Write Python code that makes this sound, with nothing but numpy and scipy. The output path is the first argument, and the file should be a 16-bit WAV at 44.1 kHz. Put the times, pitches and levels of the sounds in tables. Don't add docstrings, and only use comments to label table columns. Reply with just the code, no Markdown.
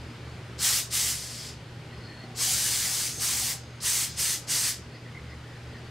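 import sys
import numpy as np
from scipy import signal
from scipy.fft import rfft, irfft, next_fast_len
from scipy.io import wavfile
from scipy.ndimage import uniform_filter1d, map_coordinates

SR = 44100
rng = np.random.default_rng(int(sys.argv[2]) if len(sys.argv) > 2 else 0)


def file_out(sig):
    cols = np.atleast_2d(sig).T
    lim = np.clip(cols, -1, 1)
    pcm = np.round(lim * 32767).astype(np.int16)
    wavfile.write(sys.argv[1], SR, pcm)


N = 260190

# (frequency [Hz], level [dB])
HUM_TONES = [(120, -46.5)]
# (frequency [Hz], width [Hz], level [dB])
FAN_TONES = [(74.3, 7.1, -52), (152.5, 8.8, -56), (304.7, 31, -63.5), (378, 10, -70), (101.5, 4.7, -58),
             (236, 18.7, -59), (808, 35, -67)]
# (frequency [Hz], relative level [dB])
AIR_RUMBLE = [(12, -49), (25, -15), (36, -20), (48, -23), (60, -9.5), (90, -10.5), (140, -10), (200, -14),
              (270, -18), (385, -16), (800, -23.5), (1500, -24.5), (1950, -42), (3300, -120)]
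AIR_TREBLE = [(880, -39), (1500, -6), (2040, -4.5), (3060, -7.5), (3930, -10.5), (5000, -12.5),
              (5800, -16.5), (7350, -19.5), (9300, -22.5), (10200, -29), (12500, -30.5), (15000, -44),
              (16000, -46)]
# (frequency [Hz], relative level [dB])
ECHO_COLOUR = [(60, -46), (500, -0.5), (3000, -4), (6000, 2.5), (10000, 1), (12000, -42)]
# (frequency [Hz], time to fall 60 dB [s])
ECHO_DECAY = [(300, .4), (2000, 0.5), (6000, 0.37), (14000, 0.16)]
# (frequency [Hz], correlation [0-1])
AIR_LIKENESS = [(20, 1), (150, 1), (200, 1), (380, .98), (700, 0.93), (1290, 0.77), (2380, .71),
                (4400, .74), (8500, 0.55), (10500, 0.99), (12000, 1)]
JET_LIKENESS = [(700, 1), (1500, 1), (3500, 1), (4500, 0.98), (6000, 0.91), (9000, 0.92), (10500, 0.98),
                (12000, 1)]
# (centre [Hz], level [dB])
FAINT_BANDS = [(1960, -69), (4350, -73), (4920, -73)]
# (start [s], length [s], centre [Hz], level [dB])
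SCRAPES = [(1.915, 0.042, 1920, -54), (1.92, .08, 4300, -62), (1.99, 0.037, 1950, -57),
           (2.01, 0.244, 4310, -58), (2.01, .07, 4900, -62), (2.07, 0.11, 1870, -57),
           (2.197, 0.058, 1964, -59), (3.62, 0.18, 4900, -64), (4.917, 0.054, 4370, -58.5),
           (4.93, 0.08, 4920, -62), (4.93, 0.073, 1980, -58), (5.05, 0.049, 1900, -53.5),
           (5.136, .06, 2080, -50), (5.255, 0.097, 2030, -54), (5.265, 0.1, 4990, -64),
           (5.43, 0.15, 1836, -61), (5.63, .17, 4850, -66), (5.7, 0.086, 1865, -55), (5.84, .05, 4500, -60),
           (5.853, .05, 1900, -58)]
# (time [s], relative level [dB], ring offset [dB])
KNOCKS = [(2.232, -30.5, -15), (2.299, -31, -17), (2.468, -44.5, 7.5), (2.568, -29, -17),
          (2.854, -30, -6.5), (3.176, -28.5, -11), (3.318, -46, 4), (3.419, -41.5, 1.5), (3.539, -37.5, -1)]
# (frequency [Hz], relative level [dB], time to fall 60 dB [s])
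KNOCK_MODES = [(239.5, 0.5, 0.12), (340.4, -3.5, 0.18), (453, 2.5, 0.068), (598, 0.5, 0.089),
               (147, 3, 0.11)]
# (frequency [Hz], relative level [dB])
ROAR_SPECTRUM = [(470, -23), (800, -11), (864, -10.5), (1320, -4.5), (1420, -5.5), (1960, 0.5),
                 (2620, -1.5), (3300, 0.5), (4290, -4), (7260, -120)]
HISS_SPECTRUM = [(1940, -23), (3300, -9.5), (3880, -5.5), (4770, 1.5), (6000, -5), (7800, -6),
                 (13200, -120)]
BRIGHT_SPECTRUM = [(3530, -40.5), (6000, -3), (6810, -4.5), (8210, -2.5), (10500, -7), (13600, -16.5),
                   (22000, -120)]
FIZZ_SPECTRUM = [(6180, -22), (10500, -4.5), (13200, -6.5), (15100, -5.5), (15800, -8.5)]
SPIT_SPECTRUM = [(2500, -30), (3700, -8), (4300, 1), (5300, -2), (6200, -12), (9000, -24), (14000, -60)]
# (centre [Hz], width [Hz], lift [dB])
CHAMBER_RESONANCES = [(1950, 96, -1), (4700, 120, -3), (5460, 150, 3), (8300, 320, 2)]
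# (time [s], level [dB], pitch [Hz])
WHISTLE_PATHS = [
    [(1.2, -62, 4900), (1.35, -49, 4830), (1.42, -46, 4820), (1.5, -54, 4880), (1.56, -60, 4850)],
    [(2.7, -59, 6430), (2.94, -42, 6300), (3.05, -46.5, 6400), (3.14, -43, 6460), (3.22, -40, 6400),
     (3.3, -52, 6500), (3.5, -48, 6250), (3.6, -64, 6480), (3.8, -66, 6480)],
]
# (first [Hz], second [Hz])
WHISTLE_WIDTHS = [800, 260]
# (start [s], attack [s], held [s], hiss level [dB], sag [dB/s], release [dB/s],
# spit delay [s], spit level [dB], roar [dB], bright [dB], fizz [dB], aim left over right [dB])
PRESSES = [(0.576, 0.076, 0.22, -27.5, 17, 220, 0.013, -30, -4.5, 2, -3.5, 0.58),
           (0.895, 0.053, 0.21, -30, 7.1, 140.4, 0.0099, -32, -5, 3, -4, .8),
           (2.345, 0.085, .725, -29.5, 5.7, 133, 0.0033, -39, -6, 2.1, -4.5, 1.2),
           (3.185, 0.037, 0.34, -31, 4.9, 270, 0.01, -27, -5.5, 1.9, -3, 1.1),
           (3.798, 0.066, 0.25, -32, 5.2, 238, .005, -29.5, -4, 5.3, -1.5, .4),
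           (4.156, 0.045, .19, -31, 5.1, 241, 0.015, -31, -5, 3.4, -4.5, 0.51),
           (4.465, 0.047, 0.24, -30.5, 1.1, 270, .006, -36, -4.5, 2.5, -5.5, .3)]
# (roar [dB], bright [dB], fizz [dB], aim [dB])
LOST_WHILE_HELD = [-0.1, 1, -3, 0]
MISSING_AT_OPENING = [2, 5, 5, -1.2]
# (start [s], length [s], hiss level [dB], first bright [dB], last bright [dB],
# fizz [dB])
TRICKLES = [(1.105, 0.39, -42, 6, -4, -10), (3.053, 0.2, -44.5, -2, 12, -4),
            (4.042, 0.21, -45.5, -7, -2, -9)]


def amp(db):
    return 10 ** (np.asarray(db) / 20)


def unit(x):
    return x / np.sqrt(np.mean(x ** 2) + 1e-20)


def along(points, hz):
    freqs, values = np.transpose(points)
    return np.interp(np.log(hz + 1), np.log(freqs + 1), values)


def wobble(rate):
    knots = rng.standard_normal(int(N * rate / SR) + 4)
    return map_coordinates(knots, [np.arange(N) * rate / SR])


def filtered(x, response):
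    size = next_fast_len(N + SR // 2)
    return irfft(rfft(x, size) * response(np.fft.rfftfreq(size, 1 / SR)), size)[..., :N]


def rush(spectrum_db, likeness, patchy_db, drift_db=0):
    def patches(bins, frames):
        field = uniform_filter1d(rng.standard_normal(cells.shape[1:]), bins, axis=0)
        return unit(uniform_filter1d(field, frames, axis=1))

    def mid_side_gains(hz):
        angle = np.arccos(np.clip(along(likeness, hz), -1, 1)) / 2
        return amp(spectrum_db(hz)) * [np.cos(angle), np.sin(angle)]

    cells = signal.stft(rng.standard_normal((2, N)), nperseg=512)[2]
    cells *= amp(patchy_db * patches(4, 8) + drift_db * patches(10, 50))
    pair = signal.istft(cells, nperseg=512)[1][:, :N]
    mid, side = filtered(pair, mid_side_gains)
    return unit(np.array([mid + side, mid - side]))


def narrow(hz, width):
    slow = filtered(rng.standard_normal((2, N)), lambda f: 1 / (1 + (2 * f / width) ** 4))
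    phase = 2 * np.pi * np.cumsum(hz * np.ones(N)) / SR
    return unit(slow[0] * np.cos(phase) + slow[1] * np.sin(phase))


def shop_air():
    rumble = rush(lambda hz: along(AIR_RUMBLE, hz), AIR_LIKENESS, patchy_db=1.1)
    treble = rush(lambda hz: along(AIR_TREBLE, hz), AIR_LIKENESS, patchy_db=0.8)
    return amp(-47) * rumble + amp(-52.5) * treble * amp([[.4], [-.4]])


def transformer():
    t = np.arange(N) / SR
    return sum(amp(db + 0.14 * wobble(3.54)) * np.sqrt(2) * np.sin(2 * np.pi * hz * t)
               for hz, db in HUM_TONES)


def fan():
    return sum(amp(db) * narrow(hz, width) for hz, width, db in FAN_TONES)


def room_echo(near):
    hz, t, cells = signal.stft(rng.standard_normal((2, SR // 2)), SR, nperseg=256)
    fade = amp(along(ECHO_COLOUR, hz)[:, None] - 60 * t / along(ECHO_DECAY, hz)[:, None])
    tail = signal.istft(cells * fade, SR, nperseg=256)[1]
    return signal.fftconvolve(near[None], tail / np.linalg.norm(tail[0]), axes=1)[:, :N]


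def scrapes(width_hz=260, edge_s=.03):
    t = np.arange(N) / SR
    bands = sum(amp(db + 3.9 * wobble(9.1)) * narrow(hz, width_hz) for hz, db in FAINT_BANDS)
    flicker = amp(2.5 * wobble(35))
    for start, length, hz, db in SCRAPES:
        swell = np.clip(np.minimum(t - start, start + length - t) / edge_s + .5, 0, 1)
        bands += amp(db) * swell * flicker * narrow(hz, width_hz)
    return bands


def knocks(ring_hz=767, ring_t60_s=0.23):
    track, t = np.zeros(N + SR), np.arange(SR // 4) / SR
    rattle = np.sin(2 * np.pi * ring_hz * np.arange(N) / SR) + 0.72 * narrow(ring_hz, width=110)
    onset = 1 - np.exp(-t / 0.006)
    for start, db, ring_db in KNOCKS:
        at = round(start * SR)
        body = 0
        for hz, mode_db, t60 in KNOCK_MODES:
            decay = amp(mode_db + rng.normal(0, 2.66) - 60 * t / t60)
            body += decay * np.sin(2 * np.pi * hz * rng.normal(1, 0.044) * t)
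        ring = amp(ring_db + 5 - 60 * t / ring_t60_s) * rattle[at:][:len(t)]
        track[at:][:len(t)] += amp(db - 10) * (.75 * body + ring) * onset
    return track[:N]


def whistles():
    t, track = np.arange(N) / SR, np.zeros(N)
    for path, width in zip(WHISTLE_PATHS, WHISTLE_WIDTHS):
        times, db, hz = np.transpose(path)
        blowing = uniform_filter1d(1. * ((t >= times[0]) & (t <= times[-1])), size=900)
        track += blowing * amp(np.interp(t, times, db)) * narrow(np.interp(t, times, hz), width)
    return track


def valve(edge_s=0.021, leak_fade_db_s=253, leak_roar_db=-5.5, leak_aim_db=1.5):
    def since(moment):
        return edge_s / 2 * np.logaddexp(0, (t - moment) / (edge_s / 2))

    t = np.arange(N) / SR
    power, colour = np.full(N, 1e-14), np.zeros((4, N))
    for start, attack, held, db, sag, release, _, _, *mix_db in PRESSES:
        age = t - start
        opened, progress = np.clip(age / attack, 0, 1), np.clip(age / held, 0, 1)
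        level_db = db - sag * np.clip(age - attack, 0, held) - release * since(start + held)
        press = opened ** 1.2 * amp(level_db)
        lost_db = np.outer(LOST_WHILE_HELD, progress - .5)
        missing_db = np.outer(MISSING_AT_OPENING, (1 - opened) ** 2)
        power += press ** 2
        colour += press ** 2 * (np.array(mix_db)[:, None] - lost_db - missing_db)
    for start, length, db, first_db, last_db, fizz_db in TRICKLES:
        leak = np.clip((t - start) / edge_s, 0, 1) * amp(db - leak_fade_db_s * since(start + length))
        bright_db = np.interp(t, [start, start + length], [first_db, last_db])
        power += leak ** 2
        colour += [leak ** 2 * part for part in (leak_roar_db, bright_db, fizz_db, leak_aim_db)]
    return np.sqrt(power), *(colour / power)


def jet(spectrum, patchy_db):
    def spectrum_db(hz):
        lift = sum(db / (1 + (2 * (hz - centre) / width) ** 2)
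                   for centre, width, db in CHAMBER_RESONANCES)
        return along(spectrum, hz) + lift

    return rush(spectrum_db, JET_LIKENESS, patchy_db, drift_db=-0.13)


def spits(t60_s=0.051, rise_s=0.0017):
    envelope, t = np.zeros(N), np.arange(SR // 20) / SR
    puff = amp(-6 - 60 * t / t60_s) * (1 - np.exp(-t / rise_s))
    for start, _, _, _, _, _, delay, db, *_ in PRESSES:
        envelope[round((start + delay) * SR):][:len(t)] = amp(db) * puff
    return envelope * jet(SPIT_SPECTRUM, patchy_db=-1.0)


def steam(full_flow_db=-31.5):
    flow, roar_db, bright_db, fizz_db, aim_db = valve()
    under_db = np.clip(20 * np.log10(flow) - full_flow_db, -40, 0)
    pan_db = aim_db + .3 * wobble(8)
    sputter = amp(0.23 * wobble(30.03) + 0.35 * wobble(400))
    hiss = jet(HISS_SPECTRUM, patchy_db=1.2)
    bright = amp(bright_db + 0.25 * under_db) * jet(BRIGHT_SPECTRUM, patchy_db=1.6)
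    roar = amp(roar_db + 0.12 * under_db) * jet(ROAR_SPECTRUM, patchy_db=2.0)
    fizz = amp(fizz_db + 0.71 * under_db) * jet(FIZZ_SPECTRUM, patchy_db=.7)
    beam = (hiss + bright) * amp([pan_db / 2, -pan_db / 2])
    return flow * sputter * (beam + roar + fizz)


def scene():
    near = steam() + whistles() + spits() + scrapes() + knocks()
    return near + amp(-18) * room_echo(near.mean(axis=0)) + transformer() + fan() + shop_air()


def record(dry, follow_s=.3, knee_db=-46, top_hz=15760, edge_hz=150):
    def band_limit(hz):
        return np.sin(np.pi / 2 * np.clip((top_hz - hz) / edge_hz + .5, 0, 1)) ** 2

    pole = np.exp(-1 / (follow_s * SR))
    power = signal.lfilter([1 - pole], [1, -pole], np.mean(dry ** 2, axis=0))
    duck = (1 + power / amp(knee_db) ** 2) ** -.07
    return filtered(dry * duck * amp(1.65), band_limit)


dry = scene()
out = record(dry)
file_out(out)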